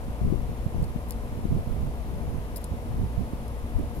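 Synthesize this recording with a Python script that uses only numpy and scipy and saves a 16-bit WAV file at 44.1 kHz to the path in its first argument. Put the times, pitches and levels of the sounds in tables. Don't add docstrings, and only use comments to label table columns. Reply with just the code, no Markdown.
import sys
import numpy as np
from scipy import signal
from scipy.fft import rfft, irfft
from scipy.io import wavfile
from scipy.ndimage import uniform_filter1d

SR = 44100
rng = np.random.default_rng(int(sys.argv[2]) if len(sys.argv) > 2 else 0)


def output_pcm(signal):
    pcm = np.clip(np.atleast_2d(signal).T, -1, 1) * 32767
    wavfile.write(sys.argv[1], SR, np.round(pcm).astype(np.int16))


N = 176400
TIME = np.arange(N) / SR
HZ = np.maximum(np.arange(N // 2 + 1) * SR / N, 1)


def from_db(db):
    return 10 ** (np.asarray(db) / 20)


def unit_level(x):
    return x / np.sqrt(np.mean(x ** 2) + 1e-20)


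def curve(rows, column=1):
    rows = np.array(rows)
    return np.interp(np.log(HZ), np.log(rows[:, 0]), rows[:, column])


def white():
    return rfft(rng.standard_normal(N))


def noise(colour):
    return unit_level(irfft(white() * colour, N))


def swell(start, length, rise, fade):
    rising = np.clip((TIME - start) / rise + .5, 0, 1)
    return rising * np.exp(-np.maximum(TIME - start - length, 0) / fade)


def steadied(x, seconds):
    return x / np.sqrt(uniform_filter1d(x ** 2, max(int(seconds * SR), 2)) + 0.056)


def causal(gain):
    cepstrum = irfft(np.log(gain + 1e-9), N)
    cepstrum[1:N // 2] *= 2
    cepstrum[N // 2 + 1:] = 0
    return np.exp(rfft(cepstrum))


# frequency in Hz, relative strength in dB.
RUSH_COLOUR = [(20, 1), (40, 4), (70, 2.5), (110, -5), (165, -11), (260, -10.5), (380, -16), (500, -17),
               (630, -15.5), (750, -17.5), (840, -22), (1000, -21.5), (1120, -25), (1500, -29),
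               (2000, -27.5)]
# frequency in Hz, likeness from 0 to 1.
RUSH_LIKENESS = [(40, 0.38), (130, 0.53), (290, 1), (640, 1), (1050, 0.69), (1600, 0.61)]
# pitch in Hz, level in dB, width in Hz.
BLADE_TONES = [(59.2, -38.5, 2), (119.9, -49, 2), (232, -46.5, 14), (424, -58, 10), (566, -57.5, 18),
               (716, -60.5, 14), (744, -62.5, 3), (874, -59, 20), (951, -63.5, 20), (1024, -63, 18),
               (1064, -66, 3), (1185, -65.5, 28), (1276, -70, 5)]
RUSH_DB, RIGHT_DELAY_S, PAN_DB = -34.5, 0.00022, 0.88
WHINE_HZ, WHINE_DB, WHINE_WAVER_HZ = 481.3, -52, 0.9

def fan():
    colour = from_db(curve(RUSH_COLOUR)) / (1 + (HZ / 1900) ** 10)
    alike = np.clip(curve(RUSH_LIKENESS), 0, 1)
    shared = white() * np.sqrt(alike)
    blades = sum(from_db(db) * steadied(noise(1 / (1 + (2 * (HZ - hz) / width) ** 2)), seconds=0.21)
                 for hz, db, width in BLADE_TONES)
    pitch = WHINE_HZ + WHINE_WAVER_HZ * noise(1 / (1 + (HZ / 10) ** 2))
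    whine = from_db(WHINE_DB) * np.sqrt(2) * np.sin(2 * np.pi * np.cumsum(pitch) / SR)
    tones = rfft(blades + whine)
    ports = []
    for seconds in (0, RIGHT_DELAY_S):
        delay = np.exp(-2j * np.pi * HZ * seconds)
        own = white() * np.sqrt(1 - alike)
        rush = unit_level(irfft(colour * (shared * delay + own), N))
        ports.append(from_db(RUSH_DB) * rush + irfft(tones * delay, N))
    return np.array(ports) * from_db([[PAN_DB], [-PAN_DB]])


# frequency in Hz, left level and right level in dB per Hz.
PORT_HISS = [(1330, -106.5, -99), (1980, -87, -92), (2620, -90.5, -90.5), (3450, -92.5, -95.5),
             (4500, -96, -98), (6440, -98, -101), (8400, -99, -102), (9950, -95, -102),
             (10700, -93.5, -102), (11350, -97.5, -97.5), (12400, -100, -98), (13400, -103, -97),
             (14800, -107, -103), (15700, -114, -108), (16000, -140, -140)]

def hiss():
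    ports = [irfft(white() * from_db(curve(PORT_HISS, column)), N) for column in (1, 2)]
    return np.array(ports) * np.sqrt(SR / 2)


# start in seconds, length in seconds, level in dB.
GUSTS_ON_LEFT = [(.212, 0.11, -21), (.315, 0.066, -23), (.41, 0.12, -30), (.73, 0.087, -23.5),
                 (1.15, 0.016, -29), (1.435, 0.18, -26.5), (2.085, 0.204, -29.5), (2.88, .16, -28),
                 (3.745, 0.04, -25), (3.97, .036, -28.5)]
GUSTS_ON_RIGHT = [(.08, 0.013, -26), (.22, 0.048, -23), (.77, 0.13, -29.5), (1.325, 0.14, -30.5),
                  (1.5, .083, -21), (1.67, .22, -26), (2.27, 0.12, -25.5), (2.71, 0.021, -23),
                  (2.97, 0.09, -23.5), (3.175, 0.036, -21), (3.77, 0.068, -25.5)]
# frequency in Hz, relative strength in dB.
RUMBLE_COLOUR = [(12, 2), (30, 3), (55, 1), (110, -1), (180, -6.5), (270, -16), (400, -22.5), (700, -51),
                 (1500, -75)]
DRAUGHT_DB, LUMP_RATE_HZ, LUMP_DB = -42, 80, 2

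def buffeting(gusts):
    gust_power = sum((from_db(db) * swell(start, length, rise=0.0082, fade=0.017)) ** 2
                     for start, length, db in gusts)
    level = np.sqrt(from_db(DRAUGHT_DB) ** 2 + gust_power)
    lumps = from_db(LUMP_DB * noise(1 / (1 + (HZ / LUMP_RATE_HZ) ** 2)))
    rumble = steadied(noise(from_db(curve(RUMBLE_COLOUR))), seconds=0.0316)
    return level * unit_level(rumble * lumps)


BUZZ_HZ, BUZZ_START_S, BUZZ_JITTER_S, BUZZ_SCATTER_DB = 119.93, .0042, .00001, 2.5
BUZZ_RING_HZ, BUZZ_WIDTH_HZ, BUZZ_LEFT_DB, BUZZ_RIGHT_DB = 10930, 450, -67, -82

def mains_buzz():
    times = np.arange(BUZZ_START_S, TIME[-1], 1 / BUZZ_HZ)
    late, size = rng.standard_normal((len(times), 2)).T
    at = np.clip((times + BUZZ_JITTER_S * late) * SR, 0, N - 2)
    strength = from_db(BUZZ_SCATTER_DB * size)
    clicks = np.zeros(N)
    clicks[at.astype(int)] = strength * (1 - at % 1)
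    clicks[at.astype(int) + 1] = strength * (at % 1)
    resonance = 1 / (1 + 1j * (HZ - BUZZ_RING_HZ) / BUZZ_WIDTH_HZ) ** 2
    ring = unit_level(irfft(rfft(clicks) * resonance, N))
    return ring * from_db([[BUZZ_LEFT_DB], [BUZZ_RIGHT_DB]])


# start in seconds, length in seconds, level in dB, pitch in Hz, port (0 left, 1 right).
EDDY_RUNS = [(0.239, 0.042, -27.5, 180, 0), (0.324, 0.021, -27.5, 296, 0), (1.514, 0.016, -20, 162, 1),
             (3.188, 0.0285, -24.5, 145, 1), (3.783, 0.026, -26, 198, 1)]
FLUTTER_OCTAVES, FLUTTER_EDGE_S = 0.55, 0.0051

def flutters():
    out = np.zeros((2, N))
    for start, length, db, hz, port in EDDY_RUNS:
        band = np.exp(-(np.log2(HZ / hz) / FLUTTER_OCTAVES) ** 2 / 2)
        eddies = steadied(noise(band), seconds=2 / hz)
        out[int(port)] += from_db(db) * swell(start, length, FLUTTER_EDGE_S, FLUTTER_EDGE_S) * eddies
    return out


# middle in seconds, peak in dB, half-width in seconds, port (0 left, 1 right).
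SINGLE_EDDIES = [(.25, -19, .0014, 0), (.3257, -9, .001, 0), (.666, -12.5, 0.0017, 1),
                 (0.828, -12.5, 0.0015, 1), (.962, -14.5, .0012, 0), (1.4544, -14, .001, 0),
                 (1.565, -18, 0.00104, 1), (1.717, -14, 0.0043, 1), (1.832, -14.5, .0022, 1),
                 (3.182, -15, 0.0021, 1), (3.335, -18.5, 0.00097, 1), (3.76, -12, .0035, 0)]

def thumps():
    out = np.zeros((2, N))
    for middle, db, half_width, port in SINGLE_EDDIES:
        position = (TIME - middle) / half_width
        out[int(port)] += from_db(db) * position * np.exp((1 - position ** 2) / 2)
    return out


# pitch in Hz, relative strength in dB.
BOARD_RINGS = [(4150, -9), (5050, -6), (7400, -5.5), (8400, -6), (9550, -5), (10600, -4.5), (11950, -4),
               (13300, -9), (14300, -14), (15500, -18)]
RING_WIDTH_HZ, BRIGHT_DB, BRIGHT_OCTAVES = 520, 11, 0.37

def ring_board(force, bright_hz):
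    rings = sum((-1) ** k * from_db(db) / (1 + 2j * (HZ - hz) / RING_WIDTH_HZ)
                for k, (hz, db) in enumerate(BOARD_RINGS))
    boost = from_db(BRIGHT_DB * np.exp(-(np.log2(HZ / bright_hz) / BRIGHT_OCTAVES) ** 2))
    treble_cut = 1 / (1 + (HZ / (1.95 * bright_hz)) ** 10)
    colour = unit_level(np.abs(rings) * boost * treble_cut)
    return irfft(rfft(force) * causal(colour), N)


# start in seconds, level in dB, fade time of the grinding in seconds, brightest pitch in Hz.
TOUCHES = [(0.826, -46.5, .005, 9000), (0.841, -44, .002, 4500), (.842, -44.5, .004, 8900),
           (1.096, -39, .002, 11800), (1.108, -19.5, 0.00064, 11700), (1.1216, -38, .0015, 10600),
           (1.121, -41, .0018, 3940), (2.5594, -30, .0008, 11000), (2.561, -43, 0.007, 5700),
           (2.617, -39, .0007, 12500), (2.64, -47, 0.0033, 3880), (2.6422, -29.5, 0.003, 9600),
           (3.481, -38, .0012, 10100), (3.792, -41, .0015, 10700)]
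GRIND_DB = 3.5

def ticks():
    out = np.zeros(N)
    for start, db, fade, bright_hz in TOUCHES:
        force = from_db(GRIND_DB) * swell(start, 0, 1 / SR, fade) * rng.standard_normal(N)
        force[int(start * SR)] += np.sqrt(fade * SR / 2)
        level = from_db(db) * np.sqrt(fade * SR / (2 * N))
        out += level * unit_level(ring_board(force, bright_hz))
    return out


# frequency in Hz, change in dB.
RIGHT_SHADOW = [(4000, 1), (9500, -34), (13500, -6)]

def from_the_left(sound):
    shadow = causal(from_db(curve(RIGHT_SHADOW)))
    return np.array([sound, irfft(rfft(sound) * shadow, N)])


BENCH_DB, BENCH_FADE_S = -13, 0.0076

def bench_echoes(sound):
    tails = rng.standard_normal((2, SR // 8)) * np.exp(-TIME[:SR // 8] / BENCH_FADE_S)
    echoes = [signal.fftconvolve(sound, tail / np.linalg.norm(tail))[:N] for tail in tails]
    return from_db(BENCH_DB) * np.array(echoes)


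# start in seconds, length in seconds, level in dB.
TIP_SCRAPES = [(1.084, 0.008, -50), (2.561, 0.004, -33), (2.567, 0.0043, -35), (2.574, 0.0068, -43),
               (3.947, 0.1, -54)]
CRACKLES_PER_S = 4200

def scrapes():
    crackle = unit_level((rng.random(N) < CRACKLES_PER_S / SR) * rng.standard_normal(N))
    level = sum(from_db(db) * swell(start, length, rise=.0004, fade=0.0014)
                for start, length, db in TIP_SCRAPES)
    return ring_board(crackle * level, bright_hz=12050)


def scene():
    soldering = ticks() + scrapes()
    draught = np.array([buffeting(GUSTS_ON_LEFT), buffeting(GUSTS_ON_RIGHT)]) + flutters() + thumps()
    return from_the_left(soldering) + bench_echoes(soldering) + draught + fan() + mains_buzz() + hiss()


LOW_CUT_HZ, HIGH_CUT_HZ = 10, 16600

def record(dry):
    thinned = signal.sosfilt(signal.butter(1, LOW_CUT_HZ, "high", fs=SR, output="sos"), dry)
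    return signal.sosfilt(signal.ellip(10, .2, 80, HIGH_CUT_HZ, fs=SR, output="sos"), thinned)


dry = scene()
out = record(dry)
output_pcm(out)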